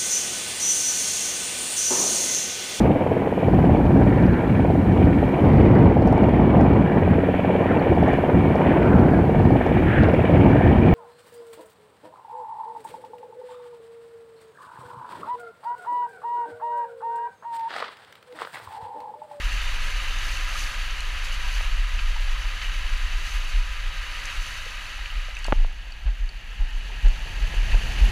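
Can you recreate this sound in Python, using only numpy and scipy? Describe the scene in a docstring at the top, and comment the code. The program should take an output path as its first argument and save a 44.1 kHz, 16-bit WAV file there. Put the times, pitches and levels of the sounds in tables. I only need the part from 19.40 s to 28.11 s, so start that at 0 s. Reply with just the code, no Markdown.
"""An enclosed waterslide, heard from a camera in a waterproof case at the front edge of a riding mat.
Water sprays off the mat, rings the tube and gurgles underneath; the wet mat rumbles and squeals on
the wall. Near 6 s it bursts into an open lane, drops smack the case, and the mat thumps over the
joints as it gathers speed in the wind."""
import sys
import numpy as np
from scipy import signal
from scipy.fft import rfft, irfft, next_fast_len
from scipy.io import wavfile
from scipy.ndimage import uniform_filter1d, map_coordinates

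SR = 44100
rng = np.random.default_rng(int(sys.argv[2]) if len(sys.argv) > 2 else 0)


def inscribe(sig):
    """Save sig as 16-bit PCM at rate SR to the path in sys.argv[1].

    A 1-D sig is mono; a 2-D sig holds one channel per row.
    Samples are clipped to [-1, 1] before scaling.
    """
    pcm = np.round(np.clip(np.atleast_2d(sig).T, -1, 1) * 32767)
    wavfile.write(sys.argv[1], SR, pcm.astype(np.int16))


N = 384111
TIME_S = np.arange(N) / SR
EXIT_S = 6.1


def amp(db):
    """Decibels to gain."""
    return 10 ** (np.asarray(db) / 20)


def unit(x):
    """x at rms 1."""
    return x / np.sqrt(np.mean(x ** 2) + 1e-20)


def curve(rows):
    """(s, value) rows interpolated to every sample."""
    return np.interp(TIME_S, *np.transpose(rows))


def wobble(rate_hz):
    """Smooth random curve, rate_hz knots a second."""
    knots = rng.standard_normal(int(N * rate_hz / SR) + 4)
    return map_coordinates(knots, [TIME_S * rate_hz])


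def filtered(x, response):
    """x filtered by a gain that is a function of Hz."""
    size = next_fast_len(N + SR // 2)
    return irfft(rfft(x, size) * response(np.fft.rfftfreq(size, 1 / SR)), size)[:N]


def colour(x, spectrum):
    """x through a (Hz, dB) spectrum on a log axis, at rms 1."""
    hz, db = np.transpose(spectrum)
    return unit(filtered(x, lambda f: amp(np.interp(np.log(f + 1), np.log(hz), db, right=-120))))


def noise(spectrum):
    """Coloured noise at rms 1."""
    return colour(rng.standard_normal(N), spectrum)


def steadied(x):
    """x with its slow swells evened out."""
    return x / np.sqrt(np.abs(uniform_filter1d(x ** 2, size=SR // 8)) + 0.0045)


def add(track, start_s, sound):
    """Mix a sound into the track."""
    part = track[round(start_s * SR):][:len(sound)]
    part += sound[:len(part)]


def past_exit(fade_s=.1):
    """0 in the tube, 1 in the open lane."""
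    return np.clip((TIME_S - EXIT_S) / fade_s + .5, 0, 1)


# Water striking the mat: slack at the exit, growing as the lane falls away.
# Each row: time in seconds, level in dB.
FLOW_DB = [(0, -34), (1.2, -33.5), (1.6, -36), (2.15, -34.5), (2.45, -37), (3.2, -36), (3.9, -36),
           (4.45, -37.5), (4.9, -35.5), (5.8, -39), (6.15, -42), (6.35, -45), (6.85, -45.5), (7.55, -41),
           (8, -38), (8.71, -34)]


def with_flow(cruise_db, db_per_db):
    """Gain of a layer that follows the flow; cruise_db at a flow of -36 dB."""
    return amp(cruise_db + db_per_db * (curve(FLOW_DB) + 36))


def patter(per_s, spread_db=2.5):
    """Droplet impacts at rms 1: random times, log-normal sizes."""
    hits = rng.random(N) < per_s / SR
    signs = rng.choice([-1, 1], N)
    return unit(hits * signs * amp(spread_db * np.clip(rng.standard_normal(N), -3, 3)))


def bubble(t, hz, life_s, rise=.12):
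    """A bubble rings, 30 dB down after life_s, and climbs in pitch as it nears the surface."""
    tone = np.sin(2 * np.pi * hz * t * (1 + rise * t / life_s))
    return tone * amp(-30 * t / life_s) * (1 - np.exp(-t * hz / 2))


def bubbles(count, hz, spread_oct, cycles, spread_db):
    """Bubble cloud at rms 1, log-normal in pitch and size."""
    t = np.arange(int(2 * cycles / hz * SR)) / SR
    pitch, size = np.clip(rng.standard_normal((count, 2)), -2.5, 2.5).T[:, :, None]
    pitch_hz = hz * 2 ** (spread_oct * pitch)
    rings = amp(spread_db * size) * bubble(t, pitch_hz, cycles / pitch_hz)
    samples = rng.integers(0, N, (count, 1)) + np.arange(len(t))
    return unit(np.bincount(samples.ravel(), rings.ravel(), N)[:N])


# Each row: resonance in Hz, width in Hz, lift in dB at sharpness 1.
CASE_MODES = [(900, 140, 5), (1316, 190, 6), (1647, 150, 7), (1875, 124, 5.5), (2610, 450, 4),
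              (2926, 230, 3), (4550, 380, 8.5), (5560, 170, 1.5), (6220, 440, 9.5), (7100, 450, 2.5)]


def through_case(x, sharpness):
    """The plastic case lifts the bands in which it rings; echoes blur them (sharpness under 1)."""
    def lift_db(f):
        return sum(db / (1 + (2 * (f - hz) / width_hz) ** 2) for hz, width_hz, db in CASE_MODES)
    return unit(filtered(x, lambda f: amp(sharpness * lift_db(f))))


# Each row: cut-on in Hz, fall-off width in Hz, relative level in dB.
TUBE_MODES = [(529, 57, -9), (740, 77, -11), (961, 123, -3.5), (1201, 130, 0.5), (1544, 290, -2),
              (1923, 210, -0.5), (3750, 130, 0)]


def tube_ring(x):
    """Each cross mode of the tube cuts on sharply and thins out above its frequency."""
    def response(f):
        power = 0
        for hz, width_hz, db in TUBE_MODES:
            cut_on = 1 + np.tanh((f - hz) / (0.022 * hz))
            power += amp(db) ** 2 * cut_on / (1 + np.abs(f - hz) / width_hz) ** 2
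        return np.sqrt(power) / (1 + (f / 4500) ** 4)
    return unit(filtered(x, response))


# Spray in the tube, near spray in the lane, finest drops. Each row: frequency in Hz, relative dB.
TUBE_RUSH_SPECTRUM = [(300, -23.5), (700, -32), (1100, -8.5), (1600, -5), (2300, -1.5), (2950, 1),
                      (3450, -5), (4300, -10), (5100, -18.5), (7000, -26), (10000, -44)]
LANE_RUSH_SPECTRUM = [(300, -40), (700, -17), (1100, -13), (1450, -7), (1700, -1.5), (2200, -2), (2950, 1),
                      (3300, -4), (4300, -9), (5100, -22), (7000, -27), (10000, -45)]
MIST_SPECTRUM = [(2500, -33), (4200, 0.5), (5500, -0.5), (7200, -2.5), (8400, -9.5), (9700, -4.5),
                 (11500, -10.5), (13000, -13), (15300, -15)]


def spray():
    """Droplets and fizz thrown up in spurts; the walls answer, then recede around the exit."""
    flow_db = curve(FLOW_DB)
    wall_share = np.interp(past_exit(fade_s=.65), [0, 1], [0.82, 0.34])
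    spurts_db = 0.27 * wobble(22) + 0.34 * wobble(110) + 0.19 * wobble(8)
    fizz = bubbles(count=4000, hz=2721, spread_oct=0.593, cycles=16.3, spread_db=2)
    tinkle = bubbles(count=1500, hz=5990, spread_oct=0.444, cycles=24, spread_db=4.5)
    droplets = patter(per_s=16000, spread_db=3) + 0.2 * fizz
    in_tube = through_case(colour(droplets, TUBE_RUSH_SPECTRUM), sharpness=0.8)
    in_lane = through_case(colour(droplets, LANE_RUSH_SPECTRUM), sharpness=1.02)
    rush = wall_share * amp(-1.92) * in_tube + (1 - wall_share) * in_lane
    rush_gain = np.hypot(amp(flow_db + spurts_db), sheet_gain())
    # the finest drops hit the case singly and stand out of the hiss
    fine_drops = patter(per_s=4500) + 0.74 * rng.standard_normal(N) + 0.21 * tinkle
    mist = through_case(colour(fine_drops, MIST_SPECTRUM), sharpness=0.73)
    mist_gain = np.hypot(with_flow(cruise_db=-48, db_per_db=1.39), shower_gain())
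    mist_gain *= amp(spurts_db + 0.59 * wobble(45))
    echo = wall_share * amp(flow_db - 3 + 0.71 * wobble(15)) * tube_ring(rng.standard_normal(N))
    return rush_gain * rush + mist_gain * mist + echo


def pelting():
    """Stray droplets hit the case as bright, dry ticks, weakened inside the tube."""
    ticks = colour(patter(per_s=160), [(3000, -18), (6500, 8), (8400, -3), (10500, -3.5), (15300, -3)])
    return np.maximum(.6, past_exit()) * with_flow(cruise_db=-61, db_per_db=.7) * ticks


# Each row: frequency in Hz, relative level in dB.
SLOSH_SPECTRUM = [(70, 4.5), (130, 1), (300, 0.5), (440, -3), (600, -0.5), (880, 5.5), (1080, -2),
                  (1800, -26)]


def churn():
    """The sheet of water sloshes and gurgles under the mat."""
    tube_gain = (1 - past_exit()) * with_flow(cruise_db=-54, db_per_db=1.23)
    lane_gain = past_exit() * with_flow(cruise_db=-46, db_per_db=1.25)
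    gurgle = bubbles(count=900, hz=790, spread_oct=0.471, cycles=19, spread_db=2.5)
    slosh = amp(1.24 * wobble(25)) * noise(SLOSH_SPECTRUM)
    return (tube_gain + lane_gain) * (slosh + amp(-7.5) * gurgle)


# Each row: time in seconds, relative level in dB.
SHAKE_DB = [(0, -24), (.45, -23), (1.1, -26.5), (1.9, -25.5), (2.15, -21.5), (2.95, -20.5), (3.12, -28),
            (3.65, -20.5), (3.9, -28), (4.3, -26.5), (4.85, -32.5), (5.5, -34.5), (6.1, -27)]
# Each row: frequency in Hz, relative level in dB.
SHAKE_SPECTRUM = [(10, -51), (20, 0.5), (27, 1), (38, -1), (50, -12), (62, -20), (76, -31), (110, -46.5),
                  (170, -55.5), (400, -69)]
DRONE_SPECTRUM = [(45, -21), (62, -1.5), (75, 4.5), (100, -6.5), (140, -13), (250, -26), (500, -30)]


def tube_rumble():
    """The tube shakes the mat, hardest in the bends, and its shell drones."""
    drone = with_flow(cruise_db=-48.5, db_per_db=0.85) * steadied(noise(DRONE_SPECTRUM))
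    shake = amp(curve(SHAKE_DB) - 1 + 0.99 * wobble(14)) * steadied(noise(SHAKE_SPECTRUM))
    return (1 - past_exit()) * (shake + drone)


# Each row: start in seconds, length in seconds, level in dB.
MAT_SQUEALS = [(.18, .15, -44.5), (.35, .11, -47.5), (.69, .13, -43.5), (1.15, .25, -53)]


def squeal(edge_s=0.024):
    """The wet mat catches on the wall and lets go: a thin friction tone."""
    pitch_hz = 3608 * (1 + 0.0045 * wobble(125))
    grip = unit(np.abs(1 + .4 * wobble(46.5)))
    gain = np.zeros(N)
    for start_s, length_s, db in MAT_SQUEALS:
        from_edge_s = np.minimum(TIME_S - start_s, start_s + length_s - TIME_S)
        gain += amp(db) * np.clip(from_edge_s / edge_s, 0, 1)
    return gain * grip * np.sin(2 * np.pi * np.cumsum(pitch_hz) / SR)


# Each row: middle in seconds, peak level in dB, half length in seconds.
MIST_SHOWERS = [(.9, -46.5, 0.16), (1.213, -40, 0.072), (1.85, -45, .02), (1.94, -47, .02),
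                (2.16, -49, .06), (3.92, -46.5, 0.083), (4.096, -46, .025), (5.08, -48.5, 0.24),
                (6.08, -55, .08)]


def shower_gain():
    """The mist swells as each shower sweeps over the case."""
    return sum(amp(db) * np.exp(-((TIME_S - mid_s) / half_s) ** 2) for mid_s, db, half_s in MIST_SHOWERS)


# Each row: start in seconds, level in dB, starting pitch in Hz, life in seconds.
AIR_POCKETS = [(1.075, -26, 1244, .036), (1.153, -25.5, 1235, .03), (2.76, -32, 900, .038),
               (2.873, -38, 787, .038), (2.951, -33, 1030, .027), (3.488, -46, 307, .08),
               (4.765, -38, 810, .027), (5.257, -40, 466, .038), (5.577, -41, 780, .045),
               (5.884, -35, 603, .025), (6.009, -33, 930, .021), (6.083, -31, 640, .02),
               (7.5, -38, 900, .03), (7.776, -36, 870, .034)]


def gulps():
    """Air pockets ring under the mat, ragged as the fast flow tears at them."""
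    out, t = np.zeros(N), np.arange(SR // 5) / SR
    for start_s, db, hz, life_s in AIR_POCKETS:
        add(out, start_s, amp(db) * bubble(t, hz, life_s, rise=0.076))
    return out * unit(1 + .8 * wobble(220))


# Each row: start in seconds, relative ring level in dB, pitch in Hz, splash level in dB.
SMALL_DROPS = [(1.605, -23.5, 4170, -32), (4.855, -30, 6200, -33), (5.951, -33, 6100, -45),
               (5.968, -18.5, 2580, -42), (5.99, -40, 6600, -38), (6.044, -24, 4560, -32),
               (6.065, -32, 4470, -34), (6.522, -31, 4580, -50), (6.891, -29, 4490, -47),
               (7.684, -36, 6700, -45), (8.644, -40, 12500, -41), (8.654, -36, 10900, -43)]


def drop_ticks(attack_s=.0004, t60_s=.014):
    """Small drops ring the case briefly and splash."""
    rings, splash_gain = np.zeros((2, N))
    t = np.arange(SR // 20) / SR
    envelope = amp(-60 * t / t60_s) * (1 - np.exp(-t / attack_s))
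    for start_s, ring_db, hz, splash_db in SMALL_DROPS:
        add(rings, start_s, 1.05 * amp(ring_db) * envelope * np.sin(2 * np.pi * hz * t))
        add(splash_gain, start_s, amp(splash_db) * envelope)
    return rings + splash_gain * noise([(2000, -19), (4500, 9), (8000, 13), (15500, -16)])


# Each row: start in seconds, peak level in dB, rise in seconds.
SPRAY_SHEETS = [(2.085, -33, .005), (2.16, -35, .012), (2.588, -33, .005), (3.214, -27, .006),
                (4.87, -35, .02), (5.657, -29, .002), (6.04, -36, .014), (6.662, -42, .007),
                (7.657, -39, .005), (8.31, -34, .012), (8.57, -35, .018)]


def sheet_gain():
    """The rush swells briefly as sheets of spray slap past."""
    gain, t = np.zeros(N), np.arange(SR // 8) / SR
    for start_s, db, rise_s in SPRAY_SHEETS:
        add(gain, start_s, amp(db) * t / rise_s * np.exp(1 - t / rise_s))
    return gain


# Each row: start in seconds, swing level in dB, nominal pitch in Hz, push level in dB.
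HEAVY_DROPS = [(2.208, -23.5, 1000, -52), (6.053, -21, 1400, -55), (6.083, -19, 900, -26),
               (6.086, -25, 800, -47), (6.1238, -4.5, 1250, -13.5), (6.1272, -10, 850, -10),
               (6.1287, -18, 1050, -30), (6.247, -24, 925, -50), (7.664, -30, 600, -49),
               (8.14, -27, 650, -46), (8.345, -24, 754, -36)]


def drop_smacks(push_rise_s=0.00071, lowpass_hz=3700):
    """Heavy drops give the case one damped swing and a dull push."""
    out, t = np.zeros(N), np.arange(SR // 20) / SR
    push = t / push_rise_s * np.exp(1 - t / push_rise_s)
    for start_s, swing_db, hz, push_db in HEAVY_DROPS:
        # the swing slows as the drop spreads over the case and presses it in
        cycles = hz * t
        slowed_cycles = .42 * cycles + .75 * (1 - np.exp(-cycles / .65))
        swing = np.exp(-cycles) * np.sin(2 * np.pi * slowed_cycles)
        add(out, start_s, amp(swing_db) * swing - amp(push_db) * push)
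    return signal.sosfilt(signal.butter(8, lowpass_hz, fs=SR, output="sos"), out)


# Each row: start in seconds, level in dB, nominal pitch in Hz, rise in seconds, slap in dB re the thump.
SLIDE_JOINTS = [(2.371, -19, 30, 0.023, -45), (3.935, -16, 31, 0.027, -45), (4.125, -14, 31.7, 0.039, -43),
                (4.441, -20, 32, 0.035, -45), (4.95, -22, 33, 0.033, -40), (5.59, -23.5, 35.2, 0.023, -35),
                (5.748, -18.5, 35, 0.023, -40), (6.055, -16.5, 33.2, 0.042, -26),
                (6.14, -10.5, 26.6, 0.055, -43), (6.644, -14, 44, 0.031, -33), (6.79, -17, 32, 0.038, -47),
                (7.188, -12.5, 30.5, 0.025, -34.5), (7.31, -20, 28, .046, -40),
                (7.627, -5.5, 32.9, 0.031, -38), (8.005, -15, 36.8, 0.022, -33),
                (8.15, -16, 33, 0.054, -38), (8.316, -7.5, 35.6, .026, -33),
                (8.599, -8.5, 44.8, 0.027, -37)]


def joint_thumps(lag_s=0.0046):
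    """At each joint the mat gives a deep, sagging thump and slaps the water."""
    thumps, push_gain, slap_gain = np.zeros((3, N))
    t = np.arange(SR // 2) / SR
    for start_s, db, hz, rise_s, slap_db in SLIDE_JOINTS:
        age = t / rise_s
        envelope = (age * np.exp(1 - age)) ** 2
        pitch_hz = hz * (0.835 + .5 * np.exp(-age))
        add(thumps, start_s + lag_s, amp(db) * envelope * np.sin(2 * np.pi * np.cumsum(pitch_hz) / SR))
        add(push_gain, start_s, amp(db - 30.5) * envelope)
        add(slap_gain, start_s, amp(db + slap_db) * envelope ** 2)
    return thumps + push_gain * noise(FLUTTER_SPECTRUM) + slap_gain * noise(SLOSH_SPECTRUM)


# Each row: frequency in Hz, relative level in dB.
BUFFET_SPECTRUM = [(10, -26), (22, 6), (38, 13), (55, -2), (80, -33.5), (200, -48)]
FLUTTER_SPECTRUM = [(30, 3), (60, 8), (100, 0), (140, -6.5), (190, -9), (280, -21), (600, -22), (1500, -62)]


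def wind():
    """In the open lane, wind buffets the case and flutters around it, growing with the flow."""
    buffet = with_flow(cruise_db=-26.5, db_per_db=0.96) * steadied(noise(BUFFET_SPECTRUM))
    flutter_gain = with_flow(cruise_db=-33.5, db_per_db=1.93) * amp(1.2 * wobble(16))
    return past_exit() * (buffet + flutter_gain * noise(FLUTTER_SPECTRUM))


def scene():
    """All sources at the one microphone inside the case."""
    ride = spray() + pelting() + churn() + tube_rumble()
    events = squeal() + gulps() + drop_ticks() + drop_smacks() + joint_thumps()
    return (ride + events + wind())[None]


BAND_LIMIT_HZ = 15300


def record(dry):
    """The camera keeps nothing above its band limit."""
    return filtered(dry[0], lambda hz: hz < BAND_LIMIT_HZ)[None]


dry = scene()
out = record(dry)
inscribe(out)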